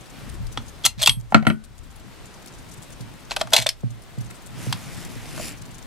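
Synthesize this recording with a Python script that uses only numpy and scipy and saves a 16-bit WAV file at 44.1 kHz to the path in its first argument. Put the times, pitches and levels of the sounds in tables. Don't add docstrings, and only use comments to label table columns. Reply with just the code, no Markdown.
import sys
import numpy as np
from scipy import signal
from scipy.fft import rfft, irfft, next_fast_len
from scipy.io import wavfile
from scipy.ndimage import uniform_filter1d, map_coordinates

SR = 44100
rng = np.random.default_rng(int(sys.argv[2]) if len(sys.argv) > 2 else 0)


def unload_audio(sound):
    columns = np.transpose(np.atleast_2d(sound))
    steps = np.round(np.clip(columns, -1, 1) * 32767)
    wavfile.write(sys.argv[1], SR, steps.astype(np.int16))


def boost(x):
    u = np.asarray(x, float) / 20
    return 10 ** u


N = 258426

# start_s, peak_db, board_boom_db, treble_db, hollow_knock_db
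BOUNCES = [
    (1.3230, -16, -10.5, -45, -8),
    (1.335, -43, -8, -28.5, -12),
    (1.3456, 9, -15.5, -33, -12.5),
    (1.426, -23, -6, -36, -7),
    (1.452, -22, -22, -40, -9),
    (1.4685, 1, -12, -29, -16),
    (1.501, -7.5, -23, -35, -14),
]
# centre_hz, width_hz, level_db
STOCK_CLOSED = [(633, 65, 3), (970, 305, -5.5), (1500, 600, -10.5)]


def unit(x):
    return x / np.sqrt(np.mean(x ** 2) + 1e-20)


def along(points, hz):
    f, v = np.transpose(points)
    return np.interp(np.log(hz + 1), np.log(f + 1), v)


def curves(rows, outside=None):
    s, *cols = np.transpose(rows)
    return [np.interp(np.arange(N) / SR, s, c, outside, outside) for c in cols]


def wobble(rate):
    knots = rng.standard_normal(int(N * rate / SR) + 4)
    return map_coordinates(knots, [np.arange(N) * rate / SR]).clip(-2.3, 2.3)


def filtered(x, response):
    m = next_fast_len(x.shape[-1] + 4096)
    return irfft(rfft(x, m) * response(np.fft.rfftfreq(m, 1 / SR)), m)[..., :x.shape[-1]]


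def resonances(peaks):
    def response(f):
        return sum((-1) ** k * boost(db) * 1j * f * width / (centre * centre - f * f + 1j * f * width)
                   for k, (centre, width, db) in enumerate(peaks))
    return response


def add(track, s, sound):
    part = track[..., round(s * SR):][..., :sound.shape[-1]]
    part += sound[..., :part.shape[-1]]


def ring(hz, t60, t, attack, lead=0):
    decay = boost(-60 * t / t60)
    return np.sin(2 * np.pi * hz * t + lead) * decay * (1 - np.exp(-t / attack))


def wide_ring(modes, t, attack):
    side = np.array([[.5], [-.5]])
    return sum((-1) ** k * boost(db + side * pan_db) * ring(hz, t60, t, attack, side * lead)
               for k, (hz, db, t60, pan_db, lead) in enumerate(modes))


def rush(spectrum, alike, patchy_db, pan_db, grit_db=0):
    rough = rng.standard_normal((2, N)) * boost(grit_db * wobble(400))
    z = signal.stft(rough, nperseg=512)[2]
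    field = uniform_filter1d(rng.standard_normal(z.shape[1:]), size=6, axis=0)
    field = uniform_filter1d(field, size=10, axis=1)
    patches = boost(patchy_db * unit(field).clip(-2, 2))
    pair = signal.istft(z * patches, nperseg=512)[1][:, :N]
    turn = np.arccos(np.clip(alike, -1, 1)) / 2
    coloured = filtered(pair, lambda hz: boost(along(spectrum, hz)))
    mid, side = coloured * [[np.cos(turn)], [np.sin(turn)]]
    return unit(np.array([mid + side, mid - side])) * boost([[pan_db / 2], [-pan_db / 2]])


def rain():
    # pitch_hz, density_db
    far_spectrum = [(120, -45.5), (200, -3), (300, -6.5), (1000, -10), (2500, -15), (5000, -21),
                    (9000, -25), (14000, -50)]
    # pitch_hz, density_db
    fine_spectrum = [(1800, -24.5), (3500, -8.5), (6500, -19), (9000, -14), (12000, -13.5), (14000, -15),
                     (16000, -17.5)]
    far = rush(far_spectrum, alike=0.44, patchy_db=0.5, pan_db=2.0)
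    fine = rush(fine_spectrum, alike=0.2, patchy_db=2.0, pan_db=2.0, grit_db=2.5)
    far_db = -53 + 5.5 + 0.18 * wobble(4.5)
    fine_db = -60.5 + 3.0 + 1.0 * wobble(27)
    return boost(far_db) * far + boost(fine_db) * fine


def wind():
    # start_s, level_db
    gusts = [(0.0, -52), (0.44, -36.5), (0.73, -50), (1.16, -41.5), (1.45, -61), (1.71, -44), (1.85, -51),
             (3.44, -52), (4.54, -55.5), (5.3, -49.5), (5.86, -49.5)]
    # pitch_hz, density_db
    buffet_spectrum = [(8.8, -39.5), (15, -0.5), (43, 4), (80, -0.5), (119, -5), (200, -21.5), (260, -37),
                       (440, -120)]
    gust_db, = curves(gusts)
    lumps = boost(1.6 * np.array([wobble(4), wobble(4)]))
    buffet = rush(buffet_spectrum, alike=-0.14, patchy_db=3.0, pan_db=4.5)
    return boost(gust_db + 4.5) * unit(lumps * buffet)


def drips():
    # start_s, peak_db
    heavy = [(0.2933, -32), (0.338, -38), (0.4677, -37), (0.5205, -33.5), (0.681, -34.5), (1.2003, -36),
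             (1.64, -35.5), (1.7784, -33.5), (2.256, -36.5), (2.342, -35.5), (2.462, -31.5), (2.474, -34),
             (2.714, -34), (2.736, -34.5), (2.821, -31.5), (2.9, -37), (2.9225, -37.5), (3.007, -32),
             (3.391, -32), (3.9063, -36.5), (4.2088, -36), (4.3030, -36), (4.346, -40), (4.461, -31),
             (5.6186, -35), (5.6525, -37), (5.745, -35), (5.783, -35.5), (5.825, -37)]
    light = [0.0084, 0.0558, 0.0987, 0.6155, 0.6594, 1.3032, 1.8327, 1.9046, 1.9594, 1.9959, 2.424, 2.521,
             2.537, 2.5784, 2.6896, 2.77, 3.1394, 3.1995, 3.2516, 3.8055, 4.022, 4.037, 4.186, 4.2434,
             4.259, 4.4187, 5.573, 5.709]
    # pitch_hz, density_db
    splash_spectrum = [(1500, -28), (3500, -2), (6000, -3), (10000, -1.5), (14000, -10), (17000, -7.5)]
    light_db, drop_hz, spread = -41, 6950, 0.15
    out, t = np.zeros((2, N)), np.arange(SR // 12) / SR
    for s, db in heavy + [(s, light_db) for s in light]:
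        noise = rng.standard_normal((4, len(t)))
        u = t / (.012 * boost(2.5 * noise[0, 0]))
        hz = drop_hz * np.exp(spread * noise[1, 0])
        grains = boost(4.8 * unit(uniform_filter1d(noise[3], size=40))) * u * np.exp(1 - u * u)
        colour = resonances([(hz, 900, 0)])
        spray = filtered((noise[0] + 1.6 * noise[1:3]) * grains,
                         lambda f: boost(along(splash_spectrum, f)) + boost(2.0) * colour(f))
        add(out, s - .004, boost(db + 3.5) * spray / abs(spray).max())
    return out * boost([[3], [-3]])


def effort():
    # start_s, level_db
    strokes = [
        [(.08, -68.5), (.16, -49.5), (.24, -49.5), (.36, -53)],
        [(4.5, -58.5), (4.58, -46), (4.66, -43), (4.74, -46.5), (4.94, -45), (5.04, -44.5), (5.09, -49)],
        [(5.09, -47), (5.11, -46), (5.2, -47.5), (5.33, -45), (5.38, -43), (5.43, -40.5), (5.49, -42.5),
         (5.53, -46.5), (5.62, -69.5)],
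    ]
    return np.max([curves(rows, -120)[0] for rows in strokes], axis=0)


def sleeve():
    # pitch_hz, density_db
    hiss_spectrum = [(1500, -1.5), (2400, 0.5), (4050, -1.5), (5220, 3), (6760, 1), (10300, 0), (14500, -9),
                     (16000, -15.5)]
    # pitch_hz, density_db
    scrape_spectrum = [(150, -11), (250, -13), (620, -3.5), (1500, -6), (2500, -5), (4200, -12),
                       (6800, -21), (11000, -22.5)]
    even_db, growth = -45, 2.2
    echo_s, echo_share, echo_from_s = .0004, 0.28, 5.39
    drag_db = effort()
    hiss_db = even_db + growth * (drag_db - even_db)
    hiss = boost(hiss_db) * rush(hiss_spectrum, alike=0.62, patchy_db=2.0, pan_db=0.7, grit_db=2.5)
    scrape = boost(drag_db) * rush(scrape_spectrum, alike=0.88, patchy_db=1.9, pan_db=1.0, grit_db=1.0)
    cloth = hiss + scrape
    low = np.arange(N) / SR > echo_from_s
    return cloth + echo_share * np.roll(cloth * low, round(echo_s * SR), axis=1)


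def bench_hum(duck):
    # centre_hz, width_hz, level_db
    stand = [(150.6, 36, 0)]
    rest_db, over_drag_db, under_case_db, hum_t60_s = -52, -2.5, -22.5, 0.17
    bench = resonances([(122.4, 43.0, 3.5), (197.5, 25.0, 1.5), (244, 36, -2.0), (350, 140, -12)])
    drive = rush([(50, 0)], alike=0.03, patchy_db=3, pan_db=4.5) * boost(0.5 * wobble(4.9))
    hum = unit(filtered(drive, bench))
    shake, t = duck * boost(rest_db) + boost(effort() + over_drag_db), np.arange(SR // 2) / SR
    for s, db, *_ in BOUNCES:
        add(shake, s, boost(db + under_case_db - 60 * t / hum_t60_s))
    rock = filtered(rng.standard_normal(N), resonances(stand))
    rock = unit(filtered(rock, resonances(stand)))
    return boost(4.5) * shake * hum + boost(-4.5 + 3.0) * shake * rock * [[1], [-1]]


def sway():
    # start_s, level_db
    lean = [
        (2.9, -64),
        (3.05, -49.5),
        (5.86, -45),
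    ]
    slow = unit(filtered(rng.standard_normal(N), resonances([(37.45, 4.4, 0)])))
    return boost(curves(lean)[0]) * slow * [[1], [-1]]


def thuds():
    # start_s, peak_db, knock_db
    pushes = [(0.401, -27, -29), (0.574, -33, 11), (0.844, -31.5, 3.5), (0.975, -28, -27),
              (1.082, -21, -6.5), (1.167, -24, -75), (3.002, -29, -4), (3.448, -33, -27),
              (3.585, -24.5, -4.5), (3.834, -17.5, -6), (4.176, -21.5, -9.5), (4.571, -30, -16),
              (4.667, -20, -2.5), (5.05, -39, -2), (5.158, -30, 1.5), (5.291, -36, -6.5), (5.395, -37, 2),
              (5.676, -38.5, 1)]
    # pitch_hz, level_db, t60_s, left_right_db, left_lead_rad
    frame = [(115.8, 2.5, 0.42, -9, 2.07), (133.3, 6, 0.27, -2.5, 2.54), (197.4, -2.5, 0.11, 12, 1.8),
             (156, 2.5, .15, -1.5, 2.98)]
    out, t = np.zeros((2, N)), np.arange(SR // 2) / SR
    falling_hz = 230 + 500 * np.exp(-t / 0.00402)
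    knock = np.sin(2 * np.pi * np.cumsum(falling_hz) / SR) * boost(-60 * t / 0.23)
    swell = boost(-7.0) * wide_ring(frame, t, attack=0.0018)
    for s, db, knock_db in pushes:
        add(out, s, boost(db) * (swell + boost(knock_db - 9.5) * knock))
    return out


def receiver():
    # centre_hz, width_hz, level_db
    steel_modes = [(2100, 165, -0.5), (2845, 136, 6.5), (3370, 140, 5.5), (4326, 210, 8.5),
                   (6200, 220, -4.5), (6790, 270, -8.5), (7300, 350, -8), (8750, 280, -8),
                   (8050, 150, -29.5), (10070, 180, -20.5), (10100, 33, -10), (11180, 58, -32.5)]
    return resonances([(hz, 4 * width, db) for hz, width, db in steel_modes] + [(3780, 4300, -6.0)])


def bright(f):
    return (f / 6500) ** 3 / (1 + (f / 6500) ** 3) / (1 + (f / 10500) ** 5)


def bolt_contacts():
    # start_s, peak_db, ring_hz, treble_db, stock_knock_db
    opening = [(0.5740, -15.5, 3330, -24.5, -7), (0.8438, -23, 3200, -12, -15),
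               (0.8495, -25.5, 3260, -13, -14), (0.8522, -5.5, 3310, -2, -18),
               (0.8573, -6.5, 6400, -0.5, -25), (0.8618, -0.5, 4190, -2.5, -20),
               (0.8660, -17, 2720, -1, -27), (0.9990, -28, 4850, -6.5, -20), (1.0204, -14.5, 3510, 1, -18),
               (1.0289, -7, 3420, -5, -22.5), (1.0343, -5, 3260, -12, -37), (1.0425, -17, 3430, -8.5, -26),
               (1.0608, -0.5, 3270, -10.5, -38), (1.0650, -9, 3330, -20, -26),
               (1.0732, 1.5, 2695, -4.5, -16), (1.0752, -2.5, 3600, -7, -11),
               (1.0790, -15, 2680, -12.5, -15.5), (1.0850, -13, 3620, -10, -30),
               (1.0941, -1.5, 3230, -20, -43.5)]
    # start_s, peak_db, ring_hz, treble_db, stock_knock_db
    closing = [(3.3094, -18, 4240, -20, -9), (3.3160, -16, 2632, -23, -7), (3.3637, -14, 3050, -8, -9),
               (3.3670, -14.5, 2560, -12, -5), (3.4116, -14, 3980, -18, -5),
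               (3.4140, -10.5, 3300, -14, -6.5), (3.472, -32.5, 3240, -8, 0.5),
               (3.5050, -38, 4800, 3, -26.5), (3.5244, -28, 2440, -6, 5.5), (3.5335, -2, 3200, -7, -12.5),
               (3.5360, 1.5, 3520, -9, -14.5), (3.5422, -2.5, 3400, -12, -14.5),
               (3.5510, -16, 3300, -7, -7), (3.5642, 0, 4140, -8.5, -25), (3.5670, -6, 2230, -4.5, -15.5),
               (3.5770, -18, 2300, -12, -18), (3.5818, -20, 3400, -10, -16), (3.5934, -14, 2150, -13, -23),
               (3.6000, -20, 4000, -6, -15), (3.6180, -20, 2050, -14, -21), (3.6228, -14, 3550, -6, -19.5),
               (3.6320, -31.5, 2200, -15, -19.5), (3.6622, -20.5, 2090, -18.5, 0),
               (3.6668, -3, 3576, -12, -27), (3.6904, -5, 5320, -8, -30), (3.7014, -20, 5140, -14, -36.5)]
    # start_s, peak_db, ring_hz, treble_db, stock_knock_db
    settling = [
        (4.7262, -9, 3330, -12, -12),
        (5.0492, -34, 5650, 3, -22),
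        (5.3776, -29, 1400, -14, -1),
        (5.3966, -33, 2200, -6, 2),
        (5.4292, -35, 2600, 2, -20),
    ]
    # pitch_hz, level_db, t60_s
    lines_open = [(2719, -33, .12), (3483, -30, .07), (4199, -31, .11), (4732, -30, .07), (5460, -34, .09),
                  (6148, -36, .16), (6363, -38, .15), (7009, -33, .08), (9620, -25, .055)]
    # pitch_hz, level_db, t60_s
    lines_home = [(2052, -6, .06), (2536, -4, .08), (3350, -2, .06), (3490, -2, .06), (4400, -10, .1),
                  (5320, -6, .07)]
    # centre_hz, width_hz, level_db
    stock_open = [(850, 200, 1), (1380, 256, -0.5), (1910, 91, -27.5)]
    first_touch = 3.05
    out, t = np.zeros(N), np.arange(SR // 6) / SR
    fast = boost(-60 * t / 0.016)
    slow = boost(-12 - 60 * t / 0.035) * (1 - np.exp(-t / 0.00082))
    chatter = fast + slow
    steel = receiver()
    for rows, ring_db in [(opening, -6), (closing, -9.5), (settling, -11)]:
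        for s, db, hz, treble_db, knock_db in rows:
            noise = rng.standard_normal((3, len(t)))
            noise[:2, 1] = first_touch
            if s < 2:
                modes, lines_db = lines_open, -14 * (s > .9)
            else:
                modes, lines_db = lines_home, -35
            lines = sum(boost(level + lines_db + 3 * noise[2, -1 - k]) * ring(f, t60, t, attack=.001)
                        for k, (f, level, t60) in enumerate(modes))
            stock = resonances(stock_open if s < 2 or 4 < s < 5 else STOCK_CLOSED)
            parts = [filtered(noise[k] * chatter, shape) for k, shape in enumerate([steel, bright, stock])]
            parts.append(ring(hz, 0.02, t, attack=0.0006))
            levels = boost(db + np.array([-3.5, treble_db + 4.5, knock_db + 4.5, ring_db]))
            add(out, s, boost(db) * lines + sum(g * part / abs(part).max() for g, part in zip(levels, parts)))
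    return out


def handle_lift():
    # start_s, peak_db, pitch_hz
    lifts = [
        (0.8433, -11.5, 3310),
        (.8490, -13.5, 3285),
    ]
    out, t = np.zeros(N), np.arange(SR // 6) / SR
    for s, db, hz in lifts:
        add(out, s, boost(db + 6.5) * ring(hz, .025, t, attack=.003))
    return out


def bolt_slide():
    # start_s, length_s, level_db
    slides = [
        (0.849, 0.016, -31.5),
        (0.996, .014, -33.5),
        (1.024, 0.019, -27.5),
        (3.313, 0.011, -34),
        (3.403, .004, -37.5),
        (3.535, 0.058, -24),
        (3.615, 0.016, -31),
    ]
    rise_s, fall_s, edge_db = .016, 0.021, 16.5
    steel, stock = receiver(), resonances(STOCK_CLOSED)
    rough = rng.standard_normal(N) * boost(4 * wobble(400))
    grit = unit(filtered(rough, lambda f: steel(f) + boost(-0.5) * bright(f) + boost(8) * stock(f)))
    gain = np.zeros(N)
    for s, length, db in slides:
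        end = s + length
        stroke = [(s - rise_s, db - edge_db), (s, db), (end, db), (end + fall_s, db - edge_db)]
        gain += boost(curves(stroke, -120)[0])
    return grit * gain


def case():
    # start_s, level_db
    blows = [
        (1.02, -28),
        (1.033, -28),
        (1.061, -25),
        (1.092, -19.5),
        (1.346, -48.5),
        (1.469, -32),
    ]
    # pitch_hz, level_db, t60_s
    brass = [(3262, -10, .16), (3354, -13, .12), (8372, -5, .17), (8402, -8, .17), (11085, -2, .15),
             (11510, -10, .2)]
    out, t = np.zeros(N), np.arange(SR // 3) / SR
    for s, db in blows:
        add(out, s, sum(boost(db + level) * ring(hz, t60, t, attack=.0006) for hz, level, t60 in brass))
    return out


def bounces():
    # start_s, peak_db, board_boom_db, treble_db, hollow_knock_db
    nudges = [
        (4.3005, -33, -26, -22, -25),
        (4.3095, -26, -30, -28, -31),
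    ]
    # centre_hz, width_hz, level_db
    plank_modes = [(955, 25, -12), (1193, 60, -4.5), (1363, 55, 6.5), (1529, 35, -5), (1767, 69, -6),
                   (1921, 78, 4.5), (2084, 70, 0), (2285, 80, -3), (2550, 68, -2.5), (3060, 280, -7.5),
                   (3550, 200, -16.5), (4050, 270, -14.5), (4500, 300, -16.5)]
    # centre_hz, width_hz, level_db
    hollow_modes = [(560, 59, -6), (640, 53, 4), (714, 256, 1), (798, 89, -1.5)]
    # pitch_hz, level_db, t60_s, left_right_db, left_lead_rad
    board_modes = [(217.8, -3, 0.25, 10.5, 1.3), (295, -11, 0.11, 16, 0.97), (188, -14.5, 0.15, -4, 0.7),
                   (147, -3, 0.28, 3, 3.0)]
    near, board, t = np.zeros(N), np.zeros((2, N)), np.arange(SR // 2) / SR
    sharp = resonances(plank_modes)

    def plank_response(f):
        dense = boost(-15.5) * 1j * f * 3000 / (1700 ** 2 - f * f + 1j * f * 3000) / (1 + 1j * f / 3500) ** 2
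        return sharp(f) + dense

    rattle = boost(-45) * ring(1480, .45, t, attack=.02)
    boom = wide_ring(board_modes, t, attack=0.0041)
    for s, db, boom_db, treble_db, hollow_db in BOUNCES + nudges:
        noise = rng.standard_normal((3, len(t)))
        blow = noise * (boost(-3 - 60 * t / 0.0041) + boost(-14.5 - 60 * t / 0.065))
        blow[:2, 0] = 6
        plank = filtered(blow[0], plank_response)
        hollow = filtered(blow[1], resonances(hollow_modes))
        crack = filtered(blow[2], resonances([(5500, 5000, 0.0047)]))
        knock = boost(-5.5) * plank / abs(plank).max() + rattle
        knock += boost(hollow_db + 5.0) * hollow / abs(hollow).max()
        knock += boost(treble_db + 1) * crack
        add(near, s, boost(db) * knock)
        add(board, s, boost(db + boom_db + 0.5) * boom)
    add(near, 1.3235, boost(-1) * ring(770, 0.015, t, attack=0.002))
    return near, board


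def roof(x):
    # pitch_hz, t60_s
    decay = [(200, 0.16), (2000, 0.13), (5000, .12), (12000, 0.11)]
    out, hop = np.zeros((2, N)), 2048
    for start in range(0, N, hop):
        block = x[start:start + hop]
        if abs(block).max() > 2e-3:
            hz, t, z = signal.stft(rng.standard_normal((2, SR // 4)), SR, nperseg=128)
            tail = signal.istft(z * boost(-60 * t / along(decay, hz)[:, None]), SR, nperseg=128)[1]
            tail = 0.6 * tail[0] + tail * [[.8], [.9]]
            tail /= np.linalg.norm(tail[0])
            add(out, start / SR + 0.001204, signal.fftconvolve(block[None], tail, axes=1))
    return out


def ports(x, lag, pan_db, scatter):
    # pitch_hz, phase_rad
    phase_scatter = [(300, 0.14), (1300, 0.62), (3000, 0.11), (5000, 0.2), (8000, 0.22), (11000, .6),
                     (14000, 1.1)]
    side = np.array([[1], [-1]])
    housing = rng.standard_normal(64)

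    def shift(f):
        return np.pi * f * lag + scatter * along(phase_scatter, f) * map_coordinates(housing, [f / 400])

    return filtered(x, lambda f: np.exp(-1j * side * shift(f))) * boost(side * pan_db / 2)


def handheld(rifle):
    grip_s = [
        .95,
        1.05,
        2,
        3.5,
        3.64,
        4,
    ]
    grip = np.searchsorted(grip_s, np.arange(N) / SR)
    return sum(ports(rifle * (grip == k), lag=.000015, pan_db=1.1, scatter=1.3)
               for k in range(len(grip_s) + 1))


def ducking(x):
    from_db, share, recover_db_per_s = -21, 0.98, 15
    level_db = 10 * np.log10(abs(uniform_filter1d(x ** 2, size=1024)) + 1e-12)
    climb_db = recover_db_per_s * np.arange(N) / SR
    cut_db = share * np.maximum(level_db - from_db, 0)
    return boost(climb_db - np.maximum.accumulate(cut_db + climb_db))


def gated_treble(x, quiet_db, depth_db):
    hz, _, z = signal.stft(x, SR, nperseg=1024)
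    power = abs(uniform_filter1d((abs(z) ** 2).mean(0), size=17, axis=0))
    level_db = 10 * np.log10(power + 1e-14)[8::16].repeat(16, axis=0)
    high = hz[:512, None]
    loudest_db = np.where(high > 2000, level_db, -200).max(0)
    usual_db = np.median(level_db[96:240], axis=0) + 1.5 * rng.standard_normal(level_db.shape[1])
    audible = level_db > loudest_db - depth_db
    clear = (high < 12000) | (level_db > usual_db - quiet_db)
    z[:, :512] *= (high < 8500) | (audible & clear)
    return signal.istft(z, SR, nperseg=1024)[1][:, :N]


def scene():
    rifle = bolt_contacts() + handle_lift() + bolt_slide() + case()
    plank, board = bounces()
    close = handheld(rifle) + ports(plank, lag=.00005, pan_db=0.0, scatter=0.82)
    duck = ducking(rifle + plank)
    wet = duck * rain() + duck ** 0.58 * drips() + wind()
    bench = bench_hum(duck) + sway() + board + thuds()
    return close + boost(-11.5) * roof(rifle + plank) + bench + wet + sleeve()


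def low_pass(x):
    return signal.sosfilt(signal.butter(12, 16190, fs=SR, output="sos"), x)


def record(dry):
    rolled_off = filtered(dry, lambda f: 1 / (1 + (f / 16200) ** 8))
    heard = gated_treble(rolled_off, quiet_db=13.0, depth_db=34.5)
    limited = heard / (1 + abs(heard) ** 8) ** (1 / 8)
    return low_pass(limited)


dry = scene()
out = record(dry)
unload_audio(out)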